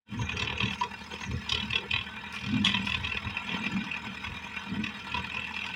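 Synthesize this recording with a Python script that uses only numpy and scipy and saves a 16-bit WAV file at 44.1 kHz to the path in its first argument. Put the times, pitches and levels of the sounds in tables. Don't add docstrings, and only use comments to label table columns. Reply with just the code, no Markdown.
import sys
import numpy as np
from scipy import signal
from scipy.fft import rfft, irfft
from scipy.io import wavfile
from scipy.ndimage import uniform_filter1d

SR = 44100
rng = np.random.default_rng(int(sys.argv[2]) if len(sys.argv) > 2 else 0)


def store_pcm(level_fs):
    pcm = np.round(np.clip(level_fs, -1, 1) * 32767).astype(np.int16)
    wavfile.write(sys.argv[1], SR, np.atleast_2d(pcm).T)


N = 253575
TIME = np.arange(N) / SR


def undb(db):
    return np.exp(np.asarray(db) * (np.log(10) / 20))


def unit(x):
    return x / np.sqrt(np.mean(x ** 2))


def curves(table):
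    s, *columns = np.transpose(table)
    return [np.interp(TIME, s, c) for c in columns]


def colour(x, points):
    hz, db = np.transpose(points)
    f = np.fft.rfftfreq(len(x), 1 / SR)
    gain_db = np.interp(np.log(f + 1), np.log(hz), db)
    return irfft(rfft(x) * undb(gain_db), len(x))


def resonances(modes, size, skirt=1.024):
    f = np.fft.rfftfreq(size, 1 / SR)
    power = sum(undb(2 * db) / (1 + (2 * (f - hz) / width) ** 2) ** skirt for hz, width, db in modes)
    cepstrum = irfft(np.log(power) / 2, size)
    cepstrum[1:size // 2] *= 2
    cepstrum[size // 2 + 1:] = 0
    return np.exp(rfft(cepstrum))


def ring(x, modes):
    response = irfft(resonances(modes, size=16384, skirt=1.695))
    return signal.fftconvolve(x, response)[:len(x)]


def steady(x, seconds):
    k = int(seconds * SR)
    power = uniform_filter1d(uniform_filter1d(x ** 2, k), k)
    return x / np.sqrt(power + 1e-12)


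def add(out, x, s):
    i = int(s * SR)
    if 0 <= i < N:
        out[i:i + len(x)] += x[:N - i]


def walk(rate):
    k = int(SR / rate)
    steps = np.repeat(rng.standard_normal(N // k + 2), k)
    return 1.315 * uniform_filter1d(steps, k)[rng.integers(k):][:N]


def burst(t, rise_s, fall_s):
    return np.exp(np.maximum(np.minimum(t / rise_s, -t / fall_s), -20))


def held(start, length, attack_s, release_s):
    rise = (TIME - start) / attack_s
    fall = (start + length - TIME) / release_s
    return np.exp(np.clip(np.minimum(rise, fall), -20, 0))


# time in seconds, firings per second.
SPEED = [(0.0, 40.45), (0.5, 38.13), (1.15, 40.47), (1.5, 37.55), (2.15, 40.36), (2.55, 39.07),
         (3.6, 40.92), (3.95, 38.85), (4.4, 40.9), (4.95, 39.2), (5.5, 40.74), (5.75, 40.51)]
CYLINDER_DB = [2.5, -8, -7.5, 1.5]


def firings(first_s=.0163):
    fired = np.cumsum(curves(SPEED)[0]) / SR
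    fired = fired - np.interp(first_s, TIME, fired)
    k = np.arange(int(fired[-1]) + 1)
    return np.interp(k, fired, TIME), np.array(CYLINDER_DB)[k % len(CYLINDER_DB)]


def pulses(times, db, shape, scatter_db, jitter_s):
    out = np.zeros(N)
    for s, level_db, (early, strong) in zip(times, db, rng.standard_normal((len(times), 2))):
        add(out, shape * undb(level_db + scatter_db * strong), s + jitter_s * early)
    return out


# frequency in Hz, nominal width in Hz, relative level in dB.
THROB = [(38.8, 8, -21), (79.3, 21, 5.5)]
THUD = [(101.7, 20, 0), (118.5, 27.5, 1.5)]
BOOM = [(178, 63, -17.5), (195, 31, -3.5), (215.7, 12.6, -3.5), (250.5, 22, -10), (297, 32, -17.5)]
DRONE = [(386, 104, -1), (425.2, 45, 5.5), (477, 29, 6), (516, 7.8, 5)]
# start of the hold in seconds, its length in seconds, then the
# levels added to the cruise in dB for throb, boom and hollow drone.
SURGES = [(0.134, 0.044, -42, -37.5, -64), (0.196, 0.037, -31.5, -41.5, -47.5),
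          (0.337, .16, -38.5, -45, -46.5), (0.53, 0.098, -41.5, -56, -46.5),
          (0.644, 0.028, -32, -33.5, -44), (.83, 0.034, -58, -54, -46), (1.127, .03, -55.5, -54, -46),
          (1.282, .02, -40, -40, -58), (1.328, 0.02, -30, -38.5, -44), (1.531, 0.048, -38.5, -63, -46),
          (1.625, 0.028, -50, -38.5, -72), (1.7, 0.017, -37.5, -57, -70), (1.75, .11, -64, -57, -46),
          (1.938, 0.036, -38, -52, -60), (2.452, 0.027, -38.5, -40, -56), (2.519, 0.1, -36, -27.5, -59),
          (2.675, 0.17, -41.5, -35, -55), (2.91, .16, -39, -48.5, -58), (3.11, 0.058, -44.5, -52, -49.5),
          (3.258, .025, -36, -42, -55.5), (3.507, 0.06, -52, -36.5, -47.5), (3.62, 0.11, -49, -37.5, -53.5),
          (3.744, 0.043, -48, -30.5, -63), (4.069, 0.017, -49, -40.5, -53.5), (4.29, .03, -39, -53, -56.5),
          (4.722, 0.1, -43, -32.5, -53.5), (5.151, 0.061, -40.5, -43.5, -50.5), (5.37, .02, -47, -54, -50)]
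# time constants in seconds for throb, boom and drone.
SURGE_ATTACK_S = [0.029, 0.029, 0.0098]
SURGE_RELEASE_S = [0.034, 0.053, 0.017]
CRUISE_THROB_DB, CRUISE_BOOM_DB, CRUISE_DRONE_DB = -53.5, -49, -59.5


def exhaust(times, cylinder_db):
    power = undb(2 * np.array([CRUISE_THROB_DB, CRUISE_BOOM_DB, CRUISE_DRONE_DB]))[:, None]
    for start, length, *db in SURGES:
        swells = [held(start, length, *ramps) for ramps in zip(SURGE_ATTACK_S, SURGE_RELEASE_S)]
        power = power + (undb(db)[:, None] * swells) ** 2
    throb_db, boom_db, drone_db = 10 * np.log10(power)

    puff = np.exp(-TIME[:SR // 100] / 0.00066)
    beat = pulses(times, cylinder_db, puff - np.mean(puff), scatter_db=6.0, jitter_s=0.00025)

    def voice(modes, gas_db):
        gas = unit(ring(rng.standard_normal(N), modes))
        return unit(ring(beat, modes)) + undb(gas_db) * gas

    throb, thud = voice(THROB, gas_db=0.5), voice(THUD, gas_db=3)
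    boom, drone = voice(BOOM, gas_db=1.5), voice(DRONE, gas_db=3)
    throb = throb + thud * undb(boom_db + 43.5)
    voices = [(throb, throb_db), (boom, boom_db), (drone, drone_db)]
    return sum(steady(x, seconds=0.063) * undb(db) for x, db in voices)


# from Hz, to Hz.
REGISTERS = [(2250, 2900), (2900, 4150), (4150, 14000), (560, 2250)]
# frequency in Hz, nominal width in Hz, relative level in dB.
FRAME = [(688, 31, -16), (859, 181, -12), (949, 84.4, -3), (1088, 132, -9), (1367, 23, -1),
         (1511.4, 33, -1.5), (1742, 46, -2), (1934, 60, -3), (2224, 135, -5.5), (2409, 45, 7),
         (2496, 125, 4), (2712, 62, 4), (2815, 180, -20), (3122, 94, 0.5), (3420, 59, -4.5), (3360, 32, 0),
         (3776, 135, -4), (4199, 300, -12), (4540, 49, -24.5), (4933, 38, -6.5), (5140, 110, -8.5),
         (5270, 67, -24), (5860, 260, -20.5), (6140, 25, -13.5), (6420, 27, -16), (7180, 210, -28),
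         (8000, 180, -57)]
# time in seconds, then levels in dB for the block, the frame's ring, the treble.
CLATTER = [(.13, -50, -49, -68), (.45, -40, -38, -67), (.9, -45.5, -47.5, -59.5), (1.5, -45.5, -46, -57),
           (2.15, -44.5, -43.5, -66), (2.7, -43, -39.5, -53), (3.25, -44, -42, -61),
           (3.55, -41, -39, -55.5), (4.2, -43.5, -43, -60.5), (5.75, -44.5, -42.5, -57.5)]
# frequency in Hz, filter gain in dB.
HISS = [(600, -16), (4000, 12), (7500, 5), (10000, -1.5), (11500, -4), (13500, -11), (15300, -3)]


def clatter(times, cylinder_db):
    *level_db, treble_db = curves(CLATTER)
    t = np.arange(SR // 20) / SR - .005
    jolt = burst(t, rise_s=.002, fall_s=.005)
    shake = unit(pulses(times - .005, cylinder_db, jolt, scatter_db=2.5, jitter_s=0.00096))
    chains = undb(2 * walk(150))
    drive = unit((shake + undb(5.5) * chains) * rng.standard_normal(N))

    voices = np.zeros((3, N))
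    for hz, width, db in FRAME:
        flare_db = 5.5 * np.tanh(walk(38))
        b, a = signal.iirpeak(hz, hz / (1.796 * width), fs=SR)
        mode = signal.sosfilt([np.r_[b, a]] * 2, drive) * undb(db + flare_db)
        voice = int(hz >= REGISTERS[0][0]) + int(hz >= REGISTERS[2][0])
        voices[voice] += mode

    hay_db = -60.0 + 0.24 * (treble_db - np.median(treble_db))
    hay = unit(colour(drive, HISS)) * undb(hay_db)
    return sum(unit(voice) * undb(db) for voice, db in zip(voices, [*level_db, treble_db])) + hay


# start, hardest knock and end in seconds, # main ring of the
# hardest knock in dB, then upper ring, treble and panels in dB relative to the main ring.
RATTLES = [(.29, .29, 0.33, -32.5, -9, -23.5, -11), (.37, .42, .45, -33.5, -1.5, -8, -8.5),
           (.478, .478, .53, -33.5, -2, -19, -10), (.58, .58, .58, -33.5, -20, -20, -25),
           (.605, .605, 0.74, -31, -3, -17.5, -9.5), (.81, .84, .84, -39.5, 0, -7.5, -3),
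           (1.14, 1.14, 1.2, -48.5, 3.5, -9, -6), (1.215, 1.24, 1.24, -42, -6, -16, 0),
           (1.495, 1.495, 1.538, -39.5, 9.5, 4.5, -5.5), (1.52, 1.52, 1.615, -32.5, 5.5, -15, -7.5),
           (1.706, 1.706, 1.706, -33, -14, -14, -13), (1.735, 1.76, 1.772, -28, 0.5, -18.5, -10.5),
           (1.915, 1.915, 1.915, -28.5, -2.5, -18, -27), (1.94, 1.94, 2.012, -29, -1, -22, -7),
           (2.36, 2.36, 2.62, -49, 5, -5.5, -7), (2.44, 2.46, 2.54, -47, 0, -4, 0),
           (2.665, 2.665, 2.73, -30.5, 3, -13.5, -1.5), (2.74, 2.74, 2.74, -31, 1.5, -32, -4.5),
           (2.765, 2.765, 2.79, -32.5, -3.5, -25, -9), (2.87, 2.945, 2.94, -29.5, -2.5, -18, -8),
           (3.05, 3.05, 3.13, -33.5, -4.5, -18, -7), (3.125, 3.125, 3.15, -30, -14, -21, -14),
           (3.175, 3.18, 3.175, -33, -4, -23, -10), (3.27, 3.27, 3.33, -40, -24, -32, -3.5),
           (3.37, 3.37, 3.4, -31.5, -24, -28, -14), (3.5, 3.5, 3.6, -37.5, -3, -22, -7),
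           (3.66, 3.66, 3.66, -35, -14, -19, -6.5), (3.92, 3.92, 3.97, -31, -18, -26, -20),
           (4.25, 4.25, 4.34, -42.5, -9, -19, -3.5), (4.84, 4.84, 4.89, -34, -6, -16.5, -6.5),
           (5.12, 5.14, 5.2, -33, -5, -18, -11.5), (5.33, 5.37, 5.49, -33.5, -12, -25, -9.5),
           (5.55, 5.565, 5.76, -35.5, -7.5, -20.5, -18), (5.665, 5.665, 5.7, -41.5, -13, -8, -11)]
# dB that upper ring, treble and panels change, relative to
# the main ring, for each dB that the knock is weaker.
SOFT_KNOCK_TILT = [-0.68, 0.17, 0.34]
BUILD_DB, FADE_DB = 3.5, 8
CYLINDER_SHARE, COLOUR_SCATTER_DB = 0.18, 1.27
KNOCK_LAG_S = 0.000999


def blows(times, cylinder_db):
    for start, hardest, end, db, *relative_db in RATTLES:
        first, peak, last = (np.argmin(np.abs(times - s)) for s in (start, hardest, end))
        for k in range(first, last + 1):
            early = BUILD_DB * max(peak - k, 0) / max(peak - first, 1)
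            late = FADE_DB * max(k - peak, 0) / max(last - peak, 1)
            scatter = COLOUR_SCATTER_DB * rng.standard_normal(len(relative_db))
            tint = early * np.array(SOFT_KNOCK_TILT) + scatter
            level_db = db - early - late + CYLINDER_SHARE * cylinder_db[k]
            yield times[k] + KNOCK_LAG_S, level_db, relative_db + tint


# frequency in Hz, nominal width in Hz, relative level in dB.
METAL = [(1045, 106, -4), (1170, 250, -35), (1270, 60, -39), (1535, 21, -15.5), (1840, 110, -9),
         (1975, 25, -2.5), (2154, 15, -11.5), (2493, 26, 6), (2584, 56, 2), (2660, 36, 9),
         (3080, 220, 12.5), (3335, 220, 11.5), (3380, 95, 7), (3726, 200, 6), (3910, 20, -5),
         (3940, 110, -4), (4363, 56, -6), (4710, 38, -16.5), (4843, 67, -3.5), (5370, 43, -7.5),
         (5720, 54, -8), (6570, 710, -18.5), (7350, 22, -22.5), (7240, 39, -31), (8060, 140, -29),
         (9740, 1400, -35.5)]


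def knocks(times, cylinder_db, size=4096):
    lead_s, span_s = .012, .02
    t, f = np.arange(size) / SR - lead_s, np.fft.rfftfreq(size, 1 / SR)
    hz, width, mode_db = np.transpose(METAL)
    body = resonances(METAL, size=size, skirt=1.07) / (1 + (f / 10500) ** 4)
    swells = [burst(t, rise_s=.0028, fall_s=fall) for fall in [.005, .005, .0065, .009]]
    tail = undb(-11) * burst(t, rise_s=.002, fall_s=.02)
    out = np.zeros(N)
    for s, db, relative_db in blows(times, cylinder_db):
        detune, strength, phase = rng.standard_normal((3, len(hz)))
        chatter = rfft(rng.standard_normal(size)) * body
        pitch = hz + 0.365 * width * detune
        partials = np.sin(2 * np.pi * (np.outer(pitch, t) + phase[:, None]))
        partials = partials * undb(mode_db + 5.5 * strength)[:, None]
        for (lo, hi), swell, share_db in zip(REGISTERS, swells, [0, *relative_db]):
            tone = unit(partials[(hz >= lo) & (hz < hi)].sum(axis=0))
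            grit = unit(irfft(chatter * (f >= lo) * (f < hi)))
            sound = unit(swell * (tone + undb(-4.0) * grit) + tail * tone)
            sound = sound * np.sqrt(span_s * SR / size)
            add(out, sound * undb(db + share_db), s - lead_s)
    return out


def crash(s=2.649, db=-22.5, fall_s=.028):
    contacts = rng.standard_normal(N) * undb(3.7 * np.tanh(walk(400)))
    tilt = [(600, 8), (3000, -10), (6000, -0.5), (10000, 7.5), (14000, -5)]  # (Hz, dB)
    chatter = unit(colour(ring(contacts, METAL), tilt))
    return chatter * burst(TIME - s, rise_s=0.0031, fall_s=fall_s) * undb(db)


# time in seconds, peak level in dB.
CLANKS = [(0.189, -33), (.42, -37), (.615, -33), (.811, -19), (.838, -27.5), (2.741, -29), (5.141, -27),
          (5.168, -25.5), (5.193, -32)]
# frequency in Hz, nominal width in Hz, relative level in dB.
CLANK_MODES = [(975.4, 45, 19.5), (1020, 21, 19.5), (1154, 29, 6.5)]


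def clanks():
    tone = irfft(resonances(CLANK_MODES, size=8192, skirt=2.28))
    tone = tone / np.max(np.abs(tone))
    out = np.zeros(N)
    for s, db in CLANKS:
        add(out, tone * undb(db), s)
    return out


def tines(times):
    t = np.arange(SR // 10) / SR
    swell = burst(t - .005, rise_s=.002, fall_s=.008)
    out = np.zeros(N)
    for s, (pitch, strength) in zip(times, rng.random((len(times), 2))):
        octaves = .9 * pitch
        b, a = signal.iirpeak(4500 * 2 ** octaves, 30, fs=SR)
        tick = unit(signal.lfilter(b, a, rng.standard_normal(len(t))))
        add(out, swell * tick * undb(-8 + 16 * strength - 12 * octaves), s)
    return out * undb(curves(CLATTER)[-1] + 3.5)


# start in seconds, length in seconds, level in dB.
RUSTLES = [(0.723, .02, -54), (2.339, 0.027, -49.5), (2.86, 0.031, -52), (2.99, .01, -59)]
# frequency in Hz, filter gain in dB.
RUSTLE = [(2500, -22), (5000, 14), (7500, -4), (10000, 0), (13000, -20), (15300, -7.5)]


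def rustles():
    swell = sum(held(start, length, attack_s=.01, release_s=0.034) * undb(db)
                for start, length, db in RUSTLES)
    stalks = rng.standard_normal(N) * undb(5.32 * walk(270))
    return swell * unit(colour(stalks, RUSTLE))


# start in seconds, length in seconds, level in dB.
SQUEAKS = [(0.214, 0.59, -57), (1.12, 0.18, -56.5)]
# frequency in Hz, nominal width in Hz, relative level in dB.
SQUEAK = [(5850, 100, -5), (6420, 160, -1)]


def squeaks():
    swell = sum(held(start, length, attack_s=0.045, release_s=0.039) * undb(db)
                for start, length, db in SQUEAKS)
    rubbing = rng.standard_normal(N) * undb(12 * np.tanh(walk(45.1)))
    return swell * unit(ring(rubbing, SQUEAK))


def scene():
    times, cylinder_db = firings()
    engine = exhaust(times, cylinder_db) + clatter(times, cylinder_db)
    loose_metal = knocks(times, cylinder_db) + crash() + clanks() + tines(times)
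    return (engine + loose_metal + rustles() + squeaks())[None]


def record(dry):
    fade = undb(np.interp(TIME, [.05, .065, .09, .125], [-55, -26, -10, 0]))
    thin = signal.sosfilt(signal.butter(3, 38, "high", fs=SR, output="sos"), dry * fade)
    return signal.sosfilt(signal.ellip(10, .2, 70, 15800, fs=SR, output="sos"), thin)


dry = scene()
out = record(dry)
store_pcm(out)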